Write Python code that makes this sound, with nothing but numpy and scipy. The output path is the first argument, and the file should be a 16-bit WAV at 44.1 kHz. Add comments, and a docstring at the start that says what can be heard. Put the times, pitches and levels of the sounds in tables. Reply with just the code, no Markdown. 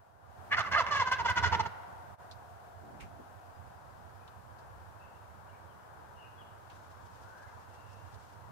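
"""An open field: far hum, wash, hiss and road drone, coloured noises, under a thin steady whine (a sine).
At 0.5 s a wild turkey tom gobbles a few metres from a ground blind, and a second one further off joins in.
Rough harmonic syllables, yelps then rattle, ride on a low noise throb; blind, stubble and trees scatter them.
The level dips briefly at 2.2 s. Shaped noise then gives scuffs, snaps and rustles in the dry stalks,
and gliding sines give faint songbirds from 3.4 s. The drone fades from 3.1 s."""
import sys
import numpy as np
from scipy import signal
from scipy.fft import rfft, irfft
from scipy.io import wavfile

SR = 44100
rng = np.random.default_rng(int(sys.argv[2]) if len(sys.argv) > 2 else 0)


def wav_record(signal):
    """Record a signal, one row per channel, as 16-bit PCM in the file named by sys.argv[1]."""
    frames = np.transpose(np.atleast_2d(signal))
    bounded = np.clip(frames, -1, 1)
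    # unit amplitude maps onto the largest positive 16-bit level
    quanta = np.round(bounded * 32767).astype(np.int16)
    wavfile.write(sys.argv[1], SR, quanta)


N = 375291
TIME = np.arange(N) / SR
FREQ = np.maximum(np.arange(N // 2 + 1) * SR / N, 1)

# swell of background and road: [t/s, level/dB]
SWELL = [(.18, -8), (.45, 3), (1.9, 2), (2.35, 0.5), (8.5, 0)]
# hoarse yelps that open the gobble: [mid t/s, half length/s, level/dB, pitch f/Hz, glide/+-share,
# throat resonance f/Hz, roughness/0-1, rasp level re syllable/dB]
YELPS = [(0.535, 0.03, -24, 588, 0.073, 1660, 0.44, -28),
         (0.594, .037, -26, 661.5, -0.15, 1320, 0.78, -16.5),
         (0.668, 0.032, -36, 634, -0.17, 1300, 0.72, -18), (0.723, .014, -31, 550, 0.11, 1390, 0.5, -14.5),
         (0.742, .025, -25, 529, .07, 1540, 0.46, -20), (0.769, .024, -24.5, 607, -0.039, 1450, 0.52, -30),
         (0.79, 0.018, -24, 670, -0.055, 1266, 0.11, -20.5),
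         (.808, .024, -26, 532.3, -0.273, 1030, 0.39, -18),
         (0.878, .03, -35, 547, -0.101, 1190, 0.88, -17.5)]
# beats of the rattle that follows: [mid t/s, half length/s, level/dB, throat resonance f/Hz]
RATTLE = [(0.914, 0.011, -38, 1490), (.929, .028, -28.5, 1338), (0.959, .02, -28.5, 1293),
          (0.977, .017, -29, 1390), (1.001, .016, -28.5, 1295), (1.017, .023, -27.5, 984),
          (1.079, 0.032, -32, 1237), (1.12, .012, -27.5, 1246), (1.133, .023, -28, 1490),
          (1.203, 0.028, -32, 1061), (1.261, 0.018, -27, 1063), (1.299, .034, -28.5, 1415),
          (1.38, 0.029, -25.5, 1286), (1.439, .017, -25, 1171), (1.462, .035, -27, 1381),
          (1.528, 0.015, -28, 1055), (1.546, .02, -27.5, 1153), (1.604, 0.017, -27.5, 1024),
          (1.663, 0.013, -34, 1097)]


def undb(db):
    """Decibels to gain."""
    return 10 ** (np.asarray(db) / 20)


def unit(x):
    """Scale to rms 1."""
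    return x / np.sqrt(np.mean(x ** 2) + 1e-20)


def curves(table):
    """Columns of a time table, one value a sample."""
    s, *columns = np.transpose(table)
    return [np.interp(TIME, s, c) for c in columns]


def colour(points):
    """Gain at every frequency from (f/Hz, level/dB) points, linear in log f."""
    hz, db = np.transpose(points)
    return undb(np.interp(np.log(FREQ), np.log(hz), db))


def filtered(x, gain):
    """Apply a gain per frequency."""
    return irfft(rfft(x) * gain, N)


def noise(gain, channels=2):
    """Independent coloured noises, rms 1 overall."""
    return unit(filtered(rng.standard_normal((channels, N)), gain))


def resonance(hz, centre_hz, width_hz):
    """Gain of one resonance, 1 at its centre."""
    return 1 / np.sqrt(1 + ((hz ** 2 - centre_hz ** 2) / (hz * width_hz)) ** 2)


def walk(rate_hz, size=N):
    """Smooth random curve, spread near 1, with rate_hz new values a second."""
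    place = np.arange(size) * rate_hz / SR
    count = int(place[-1]) + 2
    return np.interp(place, np.arange(count), rng.standard_normal(count)) * np.sqrt(3 / 2)


def bump(t, centre_s, width_s):
    """Gaussian rise and fall, 1 at its centre."""
    return np.exp(-((t - centre_s) / width_s) ** 2)


def pan(x, left_db):
    """Place a sound by its left minus right level."""
    return x * undb(np.array([[left_db], [-left_db]]) / 2)


def tilt(points):
    """Left and right gains from left minus right (f/Hz, level/dB) points."""
    ratio = colour(points)
    return np.sqrt([ratio, 1 / ratio])


def add(track, start_s, x):
    """Mix x into the track at a time."""
    i = int(start_s * SR)
    track[i:i + len(x)] += x[:N - i]


def background(flicker_db=0.65):
    """Far low hum, mid wash and treble hiss, each flickering on its own, plus a steady sine whine."""
    # relative spectrum: [f/Hz, level/dB per Hz]
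    air_points = [(25, -23), (45, -22), (65, -9.5), (95, 0), (135, -13), (240, -19), (400, -15.5),
                  (700, -11), (950, -8.5), (1200, -14.5), (1550, -15.5), (2100, -29.5), (3800, -36),
                  (15000, -42)]
    # left minus right: [f/Hz, level/dB]
    air_pan = [(60, -16), (110, -16.5), (200, -15.5), (380, -0.5), (700, 0.5), (1300, 5.5), (2400, 4),
               (5000, 2.5), (15000, -3)]
    # extra level of the mid band: [t/s, level/dB]
    wash_levels = [(.3, -0.5), (1.8, 1.5), (2.8, -2), (4.8, -0.5), (5.5, 0), (8.5, 0.5)]
    air_db, hum_db = -53.5, -1.5
    whine_hz, whine_db = 13415, -94

    air = filtered(noise(colour(air_points)), tilt(air_pan))
    low = 1 / (1 + (FREQ / 300) ** 4)
    high = 1 / (1 + (2200 / FREQ) ** 4)
    hum = filtered(air, low) * undb(hum_db + 2 * flicker_db * walk(12))
    wash = filtered(air, 1 - low - high) * undb(curves(wash_levels)[0] + flicker_db * walk(12))
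    hiss = filtered(air, high) * undb(flicker_db / 2 * walk(12))
    whine = undb(whine_db) * np.sqrt(2) * np.sin(2 * np.pi * whine_hz * TIME)
    return undb(air_db + curves(SWELL)[0]) * (hum + wash + hiss) + whine


def road(centre_hz=715, width_hz=190, road_db=-57.5, leaves_s=3.12, fade_db_per_s=5):
    """Far drone, a narrow noise band, that fades as the traffic moves away."""
    fade_db = fade_db_per_s * np.maximum(TIME - leaves_s, 0)
    return noise(resonance(FREQ, centre_hz, width_hz) ** 2) * undb(road_db + curves(SWELL)[0] - fade_db)


def syllables():
    """Whole gobble, yelps then rattle, in the columns of YELPS; the rattle settles as the air runs out."""
    start_hz, settled_hz, settle_s = 578.5, 474, 0.168
    # a throat tuned above rest pulls the pitch up; pull is an exponent
    rest_throat_hz, throat_pull = 1245, 0.2454
    glide, rough, rasp_db = -0.0603, 0.33, -15.5
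    rows = list(YELPS)
    for s, half_s, db, throat_hz in RATTLE:
        air_left = np.exp(-(s - RATTLE[0][0]) / settle_s)
        pull = (throat_hz / rest_throat_hz) ** throat_pull
        hz = (settled_hz + (start_hz - settled_hz) * air_left) * pull
        rows.append((s, half_s, db, hz, glide, throat_hz, rough, rasp_db))
    return rows


def neck(s, start_s=0.59, time_s=0.14):
    """The neck stretches out once: the windpipe rings more, the throat narrows and its skirts flatten."""
    # share of the wave sent back, throat width/Hz, skirt steepness
    pulled_in, stretched = np.array([.04, 1100, 3.04]), np.array([0.24, 600, 1.9])
    drawn_in = np.exp(-max(s - start_s, 0) / time_s)
    return drawn_in * pulled_in + (1 - drawn_in) * stretched


def windpipe(x, pitch_hz, share):
    """A wave returning once a cycle deepens the valleys between the partials; rms is kept."""
    feedback = np.r_[1, np.zeros(round(SR / pitch_hz) - 1), -np.clip(share, 0, .8)]
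    return unit(signal.lfilter([1], feedback, x)) * np.sqrt(np.mean(x ** 2))


def syllable(half_s, pitch_hz, glide, throat_hz, rough, throat_width_hz, steep,
             leak_db=-28, half_db=-10, sharp=1.59, order=7):
    """One syrinx burst: an unsteady harmonic stack in the throat resonance, and the air flow it chops."""
    size = int(2 * half_s * SR)
    u = np.linspace(-1, 1, size)
    # slow bend plus faster jitter
    bend = .018 * walk(130, size) + .075 * rough * walk(400, size)
    hz = pitch_hz * (1 + glide * u) * np.exp(bend)
    phase = 2 * np.pi * np.cumsum(hz) / SR
    k = np.arange(1, order + 1)[:, None]
    centre_hz = throat_hz * (1 + glide * u)  # throat glides with the pitch
    leak = undb(leak_db) * resonance(k * hz, 2150, 2000)
    weight = (resonance(k * hz, centre_hz, throat_width_hz) ** 2 + leak) ** (steep / 2)
    weight = weight * undb(2.8 * np.array([walk(150, size) for _ in k]))
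    # the throat delays partials above its resonance, so each cycle rings on
    lag = 2 * np.arctan((k * hz - centre_hz) / (throat_width_hz / 2))
    tone = np.sum(weight * np.cos(k * phase - lag), axis=0)
    # driven hard, the membranes beat strong-weak and their cycles vary in size
    uneven = undb(4.2 * rough * walk(380, size))
    uneven = uneven * (1 + 2 * rough * undb(half_db) * np.cos(phase / 2))
    swell = np.cos(np.pi * u / 2).clip(0) ** sharp
    voice = unit(tone * uneven * swell) * np.sqrt(np.mean(swell ** 2))
    flow = swell * unit(uneven * (1 + 0.53 * np.cos(phase)))
    return voice, flow


def gobble(rows, husk_db=-2.5):
    """A string of syllables, with syrinx-pulsed turbulence: a husk in the throat, a rasp in the treble."""
    # throat turbulence: [f/Hz, level/dB]
    husk_points = [(200, -33), (520, -3), (750, 3.5), (1000, 11.5), (1500, 2), (2050, 11.5), (2400, 2),
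                   (2800, -8), (3500, -29), (5000, -40)]
    # open beak: [f/Hz, level/dB]
    beak_points = [(450, -4.5), (620, 2.5), (850, 1.5), (1100, 1.5), (1350, -3), (1600, 0), (1850, -3.5),
                   (2060, 0.5), (2380, -7), (2750, 0), (3300, -6), (5000, 2)]
    # treble turbulence: [f/Hz, level/dB]
    rasp_points = [(1800, -15), (2800, 6), (3700, 2), (4500, 0.5), (5400, -0.5), (6400, -2.5), (8000, -20),
                   (11000, -39), (15000, -42)]

    voice, rasp = np.zeros((2, N))
    husk = noise(colour(husk_points), channels=1)[0]
    for s, half_s, db, pitch_hz, glide, throat_hz, rough, rasp_db in rows:
        share, width_hz, steep = neck(s)
        tone, flow = syllable(half_s, pitch_hz, glide, throat_hz, rough, width_hz, steep)
        # steep skirts also muffle the turbulence
        husk_gain = undb(husk_db) * np.sqrt(abs(rough)) / (steep / 2) ** 2
        tone = tone + husk_gain * flow * husk[int(s * SR):][:len(flow)]
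        add(voice, s - half_s, undb(db) * windpipe(tone, pitch_hz, share))
        add(rasp, s - half_s, undb(db + rasp_db) * flow)
    return filtered(voice, colour(beak_points)) + rasp * noise(colour(rasp_points), channels=1)[0]


def near_tom(bark_db=-31, bark_s=.532, bark_width_s=0.015, catch_width_s=.0055, crackle_db=4):
    """Gobble with a hoarse noise bark at its opening and a few sharp, crackling catches."""
    # rasping catches: [t/s, level/dB]
    catch_rows = [(0.595, -51.5), (0.72, -57.5), (0.808, -56), (.965, -56), (1.123, -50), (1.303, -50)]
    hoarse = noise(resonance(FREQ, 1900, 1230) ** 3, channels=1)[0]
    bark = undb(bark_db) * bump(TIME, bark_s, bark_width_s) * hoarse
    catches = sum(undb(db) * bump(TIME, s, catch_width_s) for s, db in catch_rows)
    crackle = noise(resonance(FREQ, 5300, 9000), channels=1)[0] * undb(crackle_db * walk(2100))
    return gobble(syllables()) + bark + catches * unit(crackle)


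def chest(right_db=18, throb_db=-51.5, lag_s=0.0047, width_s=0.023):
    """Low throb on the right, noise pushed just after each near syllable, swelling late in the gobble."""
    # throb: [f/Hz, level/dB]
    throb_points = [(30, -48), (55, -20), (80, 1), (110, -3.5), (145, -12.5), (180, -8.5), (250, -24),
                    (450, -14), (800, -61)]
    swell_db, peak_s, swell_s = 10.5, 1.505, .17
    mids = [row[0] for row in list(YELPS) + list(RATTLE)]
    pushes = np.max([bump(TIME, s + lag_s, width_s) for s in mids], axis=0)
    level_db = throb_db + swell_db * bump(TIME, peak_s, swell_s)
    return pan(noise(colour(throb_points), channels=1) * np.sqrt(pushes) * undb(level_db), -right_db)


def far_tom(far_db=-13, late_s=.036, pitch_ratio=1.03, start_s=.62, end_s=1.69):
    """Second tom: the same syllable pattern, later and higher, duller with distance."""
    rows = []
    for s, half_s, db, hz, *rest in syllables():
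        if start_s < s + late_s < end_s:
            rows.append((s + late_s, half_s, db, hz * pitch_ratio, *rest))
    return undb(far_db) * filtered(gobble(rows), resonance(FREQ, 1600, 4700))


def ports(x, lag_s):
    """A sound reaches the right microphone lag_s after the left."""
    return np.array([x, filtered(x, np.exp(-2j * np.pi * FREQ * lag_s))])


def echo(x, delay_s, t60_s, centre_hz, width_hz):
    """Diffuse reflections as decaying noise, different at each microphone; unit gain at 800-2000 Hz."""
    age_s = np.maximum(TIME - delay_s, 0)
    decay = undb(-60 * np.minimum(age_s / t60_s, 3)) * (age_s > 0)
    response = rfft(noise(resonance(FREQ, centre_hz, width_hz)) * decay)
    mid = response[:, (FREQ > 800) & (FREQ < 2000)]
    return filtered(x, response / np.sqrt(np.mean(abs(mid) ** 2)))


def field(near, far, near_lag_s=0.00011, far_lag_s=-0.000035, blind_db=-11, stubble_db=-13, trees_db=-18):
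    """Toms call from two directions; the blind, the stubble and far trees scatter the sound."""
    # left minus right of the toms: [f/Hz, level/dB]
    tom_pan = [(200, -11), (400, -6.5), (900, -5), (1400, -2.5), (2400, 1), (4400, -1.5), (8000, 10),
               (15000, -4)]
    direct = ports(near, near_lag_s) + ports(far, far_lag_s)
    blind = undb(blind_db) * echo(near, .001, .04, 4500, 5000)
    stubble = undb(stubble_db) * echo(near + far, 0.0071, 0.86, 1700, 3900)
    trees = undb(trees_db) * echo(near + far, 0.067, 1.7, 640, 980)
    return filtered(direct + blind, tilt(tom_pan)) + stubble + trees


def stalks(crackle_db=2.5):
    """Scuffs, snaps and soft low bumps as resonant noise bursts, and a spell of soft uneven rustle."""
    # rustle: [f/Hz, level/dB]
    rustle_points = [(500, 5), (2000, 4.5), (3000, 2.5), (6000, 2.5), (9000, -4), (15000, -16)]
    # scuffs, snaps, bumps: [t/s, level/dB, centre f/Hz, width/Hz, rise/s, decay/s]
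    scuff_rows = [(2.311, -50.5, 4270, 2000, 0.0028, 0.012), (2.8, -54.5, 240, 280, 0.051, .25),
                  (2.996, -52, 2350, 1100, 0.012, 0.026), (3.003, -61.5, 6560, 6000, 0.0051, 0.028),
                  (3.0, -51, 70, 70, 0.037, .07), (3.191, -47.5, 256, 262, 0.0065, 0.011),
                  (4.277, -56.5, 3400, 1900, 0.00085, .009), (4.55, -53, 70, 40, .22, .08),
                  (4.58, -67, 4480, 3000, 0.0091, .02), (6.698, -59, 3060, 2600, 0.0017, 0.023),
                  (7.93, -65, 5500, 4000, .003, 0.014), (8.14, -62.5, 4400, 5000, .003, 0.012)]
    stir_db, start_s, end_s, fade_s = -70.5, 6.55, 8.55, 0.23

    spell = np.clip(np.minimum(TIME - start_s, end_s - TIME) / fade_s, 0, 1)
    out = noise(colour(rustle_points)) * spell * undb(stir_db + crackle_db * walk(63))
    grit = rfft(rng.standard_normal((2, N)))
    for s, db, hz, width_hz, rise_s, decay_s in scuff_rows:
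        rise = np.clip((TIME - s) / rise_s, 0, 1)
        decay = np.exp(-np.clip((TIME - s - rise_s) / decay_s, 0, 20))
        burst = unit(irfft(grit * resonance(FREQ, hz, width_hz) ** 2, N))
        out = out + undb(db) * rise * decay * burst
    return out


def songbirds(direct_db=-2, wet_db=-1, left_db=12, chip_db=-81, chip_hz=5000, chip_gap_s=.117, count=7):
    """Far warbled sine glides and a row of thin, uneven falling chips, blurred by the distance."""
    # notes before direct and wet gains: [t/s, length/s, start f/Hz, end f/Hz, level/dB]
    note_rows = [(4.19, .07, 2520, 2540, -75), (4.989, 0.087, 2640, 2700, -68.5),
                 (5.13, 0.057, 2810, 2850, -75), (5.48, 0.037, 3010, 2900, -73),
                 (5.52, 0.048, 2290, 2340, -70), (5.68, 0.067, 3300, 2840, -75),
                 (6.149, 0.15, 2895, 2770, -65.5), (6.19, 0.12, 2720, 2470, -68.5),
                 (6.371, 0.057, 3400, 3260, -67), (6.40, 0.039, 3200, 2660, -65.5),
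                 (7.2, .26, 1306, 1694, -61), (7.33, 0.22, 1692, 1580, -63.5),
                 (7.46, 0.053, 2060, 2150, -69), (7.6, 0.55, 2775, 2680, -75)]
    chips = []
    for k, (late, loud) in enumerate(rng.standard_normal((count, 2))):
        s = 3.42 + k * chip_gap_s + .012 * late
        chips.append((s, .035, chip_hz * 1.07, chip_hz / 1.07, chip_db + 2 * loud))
    song = np.zeros(N)
    for s, length_s, start_hz, end_hz, db in list(note_rows) + chips:
        size = int(length_s * SR)
        hz = np.linspace(start_hz, end_hz, size) * (1 + .025 * walk(220, size))
        swell = np.sqrt(2 * np.hanning(size).clip(0))
        add(song, s, undb(db) * swell * np.sin(2 * np.pi * np.cumsum(hz) / SR))
    return pan(undb(direct_db) * song, left_db) + undb(wet_db) * echo(song, 0.014, 0.73, 1700, 6000)


def scene():
    """Gobbles over the quiet field."""
    return background() + road() + field(near_tom(), far_tom()) + chest() + stalks() + songbirds()


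def record(dry, dip_s=2.17, dip_width_s=.019, dip_db=-15, top_hz=15620):
    """The level dips briefly after the gobble; the top is cut over 100 Hz above top_hz."""
    dipped = dry * undb(dip_db * bump(TIME, dip_s, dip_width_s))
    return filtered(dipped, np.clip((top_hz - FREQ) / 100 + 1, 0, 1))


dry = scene()
out = record(dry)
wav_record(out)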